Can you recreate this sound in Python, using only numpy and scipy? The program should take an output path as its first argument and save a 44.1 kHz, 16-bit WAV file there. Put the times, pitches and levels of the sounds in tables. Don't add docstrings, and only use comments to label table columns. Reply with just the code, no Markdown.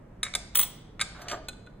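import sys
import numpy as np
from scipy import signal
from scipy.fft import rfft, irfft, next_fast_len
from scipy.io import wavfile
from scipy.ndimage import uniform_filter1d

SR = 44100
rng = np.random.default_rng(int(sys.argv[2]) if len(sys.argv) > 2 else 0)


def wrap_up_sound(samples):
    columns = np.atleast_2d(samples).T
    tamed = np.clip(columns, -1, 1)
    steps = np.round(tamed * 32767).astype(np.int16)
    wavfile.write(sys.argv[1], SR, steps)


N = 79380
T = np.arange(SR // 3) / SR


def amp(db):
    return 10 ** (np.asarray(db) / 20)


def unit(x):
    return x / np.sqrt(np.mean(x ** 2) + 1e-20)


def along(points, hz):
    f, values = np.transpose(points)
    return np.interp(np.log(hz + 1), np.log(f + 1), values)


def filtered(x, response):
    n = x.shape[-1]
    padded = next_fast_len(n + SR // 8)
    return irfft(rfft(x, padded) * response(np.fft.rfftfreq(padded, 1 / SR)), padded)[..., :n]


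def shaped(x, curve):
    return filtered(x, lambda hz: amp(along(curve, hz)))


def noise(spectrum, size):
    return unit(shaped(rng.standard_normal(size), spectrum))


def fade(t60):
    return amp(-60 * T / t60)


def stroke(points):
    s, db = np.transpose(points)
    return amp(np.interp(np.arange(N) / SR, s, db, left=-np.inf, right=-np.inf))


def add(track, s, x):
    start = round(s * SR)
    track[start:start + len(x)] += x[:N - start]


def ring(modes, damping=1, scatter_db=1.2):
    chance = rng.standard_normal((len(modes), 2))
    return sum(amp(db + scatter_db * a) * fade(t60 / damping) * np.sin(2 * np.pi * hz * T + np.pi * b)
               for (hz, db, t60), (a, b) in zip(modes, chance))


def resonate(x, modes):
    return unit(filtered(x, lambda f: sum(
        amp(db) * 1j * f * width / (f0 * f0 - f * f + 1j * f * width) for f0, width, db in modes)))


def soften(x, cutoff_hz, rise_s):
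    lowpass = signal.butter(2, min(cutoff_hz, .45 * SR), fs=SR, output="sos")
    return signal.sosfilt(lowpass, x * (1 - np.exp(-T / rise_s)))


def rumble():
    # f/Hz, relative level/dB
    spectrum = [(20, -7), (48, 4), (70, -10), (110, -3), (180, -6), (280, -12), (500, -17.5), (1000, -26),
                (2000, -34.5), (4000, -51), (8000, -53.5), (16000, -63)]
    return amp(-48.5) * noise(spectrum, N)


def room(x):
    # f/Hz, T60/s
    decay_times = [(200, 0.34), (1500, 0.65), (4000, 0.78), (8000, 0.42), (11000, 0.31), (15500, 0.28)]
    # f/Hz, level/dB
    colour = [(200, 2), (500, 0), (1200, -11.5), (3500, -15), (8000, -12), (12000, -23.5), (15500, -19)]
    hz, t, bands = signal.stft(rng.standard_normal(SR), SR, nperseg=256)
    decay = amp(-60 * t / along(decay_times, hz)[:, None])
    band_energy = np.mean(decay ** 2, axis=1, keepdims=True) * SR
    decay *= amp(along(colour, hz))[:, None] / np.sqrt(band_energy)
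    tail = signal.istft(bands * decay, SR, nperseg=256)[1]
    build_up = 1 - np.exp(-np.arange(len(tail)) / SR / .0017)
    return signal.fftconvolve(x, tail * build_up)[:N]


def spoon():
    # f/Hz, bandwidth/Hz, gain/dB
    whine_modes = [(11090, 70, 3), (14000, 200, 0)]
    # t/s, level/dB
    slide = [(1.14, -104), (1.22, -58), (1.26, -84), (1.295, -71), (1.345, -63), (1.38, -93)]
    # t/s, level/dB
    touches = [(1.217, -49), (1.2833, -37.5), (1.2979, -38.5), (1.314, -37.5)]
    # f/Hz, level/dB, T60/s
    modes = [(4387, -1, .06), (4667, -2, .06), (5760, -3, .1), (6245, -5, .14), (7483, -11, .16),
             (9150, -9, .07), (11070, -9, .11)]
    # f/Hz, level/dB
    rasp = [(400, -23), (1700, 10.5), (2800, 12.5), (4500, 7.5), (6500, 1), (9000, -2.5), (11000, -5),
            (16000, -48)]
    whine = resonate(rng.standard_normal(N), whine_modes)
    out = resonate(whine, whine_modes) * stroke(slide)
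    for s, db in touches:
        touch = ring(modes) + amp(5) * noise(rasp, len(T)) * fade(.044)
        add(out, s, amp(db) * soften(touch, cutoff_hz=.45 * SR, rise_s=.00034))
    return out


def dragged_tin():
    # t/s, level/dB
    envelope = [(1.10, -82), (1.164, -50.5), (1.22, -50.5), (1.25, -54), (1.285, -49), (1.308, -41.5),
                (1.322, -36.5), (1.346, -38.5), (1.357, -47), (1.38, -48)]
    # f/Hz, level/dB
    spectrum = [(150, -27), (300, -9.5), (430, -5.5), (520, -10), (640, -0.5), (1050, -4.5), (1220, -3.5),
                (1600, -5.5), (2100, -13.5), (3500, -13.5), (5500, -23), (9000, -30), (14000, -58)]
    # f/Hz, bandwidth/Hz, gain/dB
    modes = [(380, 200, -2), (610, 150, -3), (1230, 140, 1), (1560, 200, -1)]
    slips_per_s = 1500
    slips = unit((rng.random(N) < slips_per_s / SR) * rng.standard_normal(N))
    grit = unit(shaped(slips + rng.standard_normal(N), spectrum))
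    return (amp(-2.5) * grit + amp(-3.5) * resonate(grit, modes)) * stroke(envelope)


def held_tin():
    # t/s, level/dB, cutoff f/Hz
    ticks = [(1.4844, -15, 12900), (1.4915, -23.5, 8900), (1.5305, -33, 4500), (1.663, -41, 6600),
             (1.67, -24, 1456)]
    # f/Hz, level/dB, T60/s
    modes = [(1466, -6, .06), (2509, -11, .05), (3542, -3, .034), (4060, -2.5, .052), (4958, -12, .03),
             (6654, -4, .02), (8349, -11, .025), (9100, -6, .018), (13160, -8, .022)]
    # f/Hz, level/dB
    clatter = [(300, 9), (1500, 0), (3800, 6.5), (5500, -4), (9000, 9.5), (11500, -8), (13300, 5),
               (16500, -28)]
    out = np.zeros(N)
    for s, db, cutoff_hz in ticks:
        tick = amp(-11) * ring(modes) + amp(-9) * noise(clatter, len(T)) * fade(.021)
        add(out, s, amp(db) * soften(tick, cutoff_hz, rise_s=.0017))
    return out


def coin():
    # t/s, click level/dB, treble tilt/dB, low pair level/dB, high pair level/dB
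    contacts = [(0.549, -25.5, -4.5, -48, -37), (0.5522, -21, -12, -48, -37),
                (0.5546, -15, -0.5, -43.5, -17), (0.5577, -15, 1.5, -33.5, -29.5),
                (0.5719, -19.5, 0, -31, -18.5), (0.5885, -23.5, 10.5, -45.5, -23),
                (0.593, -13, -5, -43.5, -23.5), (0.5936, -26, 9.5, -48.5, -16),
                (0.6018, -23, 8, -47, -19.5), (0.613, -20, 4.5, -24.5, -34.5),
                (0.6149, -26, -13.5, -38, -30), (0.6266, -29, 3, -33.5, -24), (0.63, -21, -7.5, -47.5, -23),
                (0.6327, -25.5, 0.5, -50, -21.5), (.6390, -30, -1.5, -58.5, -52)]
    # f/Hz, level/dB
    click_spectrum = [(200, -23), (700, -11), (1200, -1), (1550, -13.5), (2000, -1.5), (2700, -6),
                      (3300, 2), (4400, -8), (6000, -1.5), (7200, -10.5), (8050, 2.5), (8700, -6.5),
                      (9400, 3.5), (11500, -2), (13000, -9), (15500, 0.5), (16300, -30.5)]
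    # f/Hz, level/dB, T60/s
    slate_modes = [(1228, -13, .05), (2010, -8, .04), (3090, 2, .035), (3420, 2, .03), (8050, -2, .06),
                   (9250, -4, .06), (9750, -5, .05)]
    low_hz, high_hz, split_hz, twin_db = 9370, 15565, 50, -14.5
    free_t60_s, flat_t60_s, kick_rad = .25, .03, .9
    out, t = np.zeros(N), np.arange(N) / SR
    click_envelope = (1 - np.exp(-T / .00047)) * (fade(.0086) + amp(-19) * fade(.18))
    for s, db, tilt_db, _, _ in contacts:
        click = shaped(noise(click_spectrum, len(T)), [(3500, .0058), (12000, tilt_db)])
        add(out, s, amp(db) * (amp(3) * click * click_envelope + amp(-17) * ring(slate_modes)))
    times, _, _, low_db, high_db = np.transpose(contacts)
    latest = np.maximum(np.searchsorted(times, t) - 1, 0)
    t60 = np.where(t > times.max(), flat_t60_s, free_t60_s)
    for hz, levels in ((low_hz, low_db), (high_hz, high_db)):
        swing = (t > times[0]) * amp(levels[latest] - 60 * abs(t - times[latest]) / t60)
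        kicks = np.cumsum(kick_rad * rng.standard_normal(len(times)))
        phase = 2 * np.pi * hz * t + uniform_filter1d(kicks[latest], size=24)
        pair = np.sin(phase) + amp(twin_db) * np.sin(phase - 2 * np.pi * split_hz * t)
        out += np.sqrt(2) * uniform_filter1d(swing, size=24) * pair
    return out


def lid():
    # t/s, level/dB, cutoff f/Hz, body gain/dB, favoured f/Hz, finger damping factor
    clacks = [(0.2304, -17.5, 11000, -2, 3810, 0.9), (.2495, -35.5, 7400, 6, 3810, 0.5),
              (.2636, -29, 3500, 7.5, 3810, 1.18), (.2708, -38, 3000, 4.5, 2360, 2.1),
              (.2795, -37.5, 3000, 3, 2190, 0.82), (.3380, -17.5, 5000, -1.5, 3800, 2.4),
              (.3506, -14, 13000, -1, 3450, 1.16), (.9942, -28, 3800, 7.5, 3640, 1.76),
              (1.003, -24, 9000, 7.5, 2330, 3.6), (1.006, -23.5, 4000, -1, 3810, 2.1),
              (1.0113, -15, 8420, -1.5, 3960, 0.8), (1.0150, -25.5, 3000, 4.5, 1580, 3.6),
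              (1.0195, -22.5, 8000, 6, 2240, 1.55)]
    # f/Hz, level/dB, T60/s
    modes = [(1250, -7, .045), (1580, -10, .045), (2140, -4, .032), (2261, -4, .032), (3540, -4, .035),
             (3806, -3, .035), (6500, -7, .03), (7078, -10, .045), (7630, -16, .11), (8200, -6, .03),
             (9180, -11, .035), (9530, -4, .04), (9900, -8, .04), (14300, -24, .09)]
    # f/Hz, level/dB
    clatter_spectrum = [(200, -21.5), (650, -8.5), (900, -9), (1300, -2), (2300, 4), (2900, -6), (3600, -2),
                        (5000, 0.5), (6500, -4.5), (9800, -0.5), (11500, -6.5), (14500, -15.5),
                        (17000, -38)]
    favour_db, favour_width_hz, rise_cycles = 9, 130, 4
    mode_hz = np.transpose(modes)[0]
    swell = 1 - np.exp(-T * mode_hz[:, None] / rise_cycles)
    direct, to_room = np.zeros(N), np.zeros(N)
    for s, db, cutoff_hz, body_db, favoured_hz, damping in clacks:
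        favour = amp(favour_db * np.exp(-((mode_hz - favoured_hz) / favour_width_hz) ** 2))
        partials = amp(-4.5) * np.array([ring([mode], damping) for mode in modes]) * swell
        clatter = amp(-4.5) * noise(clatter_spectrum, len(T)) * fade(.038 / damping)
        ping = np.dot(favour, partials) + clatter
        even = partials.sum(axis=0) + amp(3) * clatter
        for path, blow in ((direct, ping), (to_room, even)):
            blow = filtered(blow, lambda hz: amp(np.interp(hz, [2300, 3400], [body_db, 0])))
            add(path, s, amp(db) * soften(blow, cutoff_hz, rise_s=.0004))
    return direct, to_room


def scene():
    # f/Hz, gain/dB
    room_width = [(200, -23), (1200, -5.5), (2500, 0), (8000, -7), (15000, -18)]
    lid_direct, lid_to_room = lid()
    others = coin() + dragged_tin() + spoon() + held_tin()
    to_room = lid_to_room + others
    mid = lid_direct + others + room(to_room) + rumble()
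    side = shaped(room(to_room), room_width)
    side += shaped(rumble(), [(40, -43.5), (150, -30), (400, -3)])
    return np.array([mid + side, mid - side])


def record(dry):
    # f/Hz, phase/rad
    lead = [(150, 0), (800, .4), (1200, 0), (2000, -.1), (2600, 1.1), (3600, .2), (4200, .8), (4600, 2.5),
            (5600, 3.6), (7400, 5.8), (8600, 6.3), (11200, 8.9), (13300, 11.3), (15700, 13.1)]
    # f/Hz, left minus right level/dB
    balance = [(50, 0), (200, -2.5), (1100, -.2), (2700, -1.2), (4200, -.1)]
    top_hz, top_order = 15950, 90
    half = np.array([[.5], [-.5]])
    return filtered(dry, lambda hz: np.exp(1j * half * along(lead, hz))
                    * amp(half * along(balance, hz)) / (1 + (hz / top_hz) ** top_order))


dry = scene()
out = record(dry)
wrap_up_sound(out)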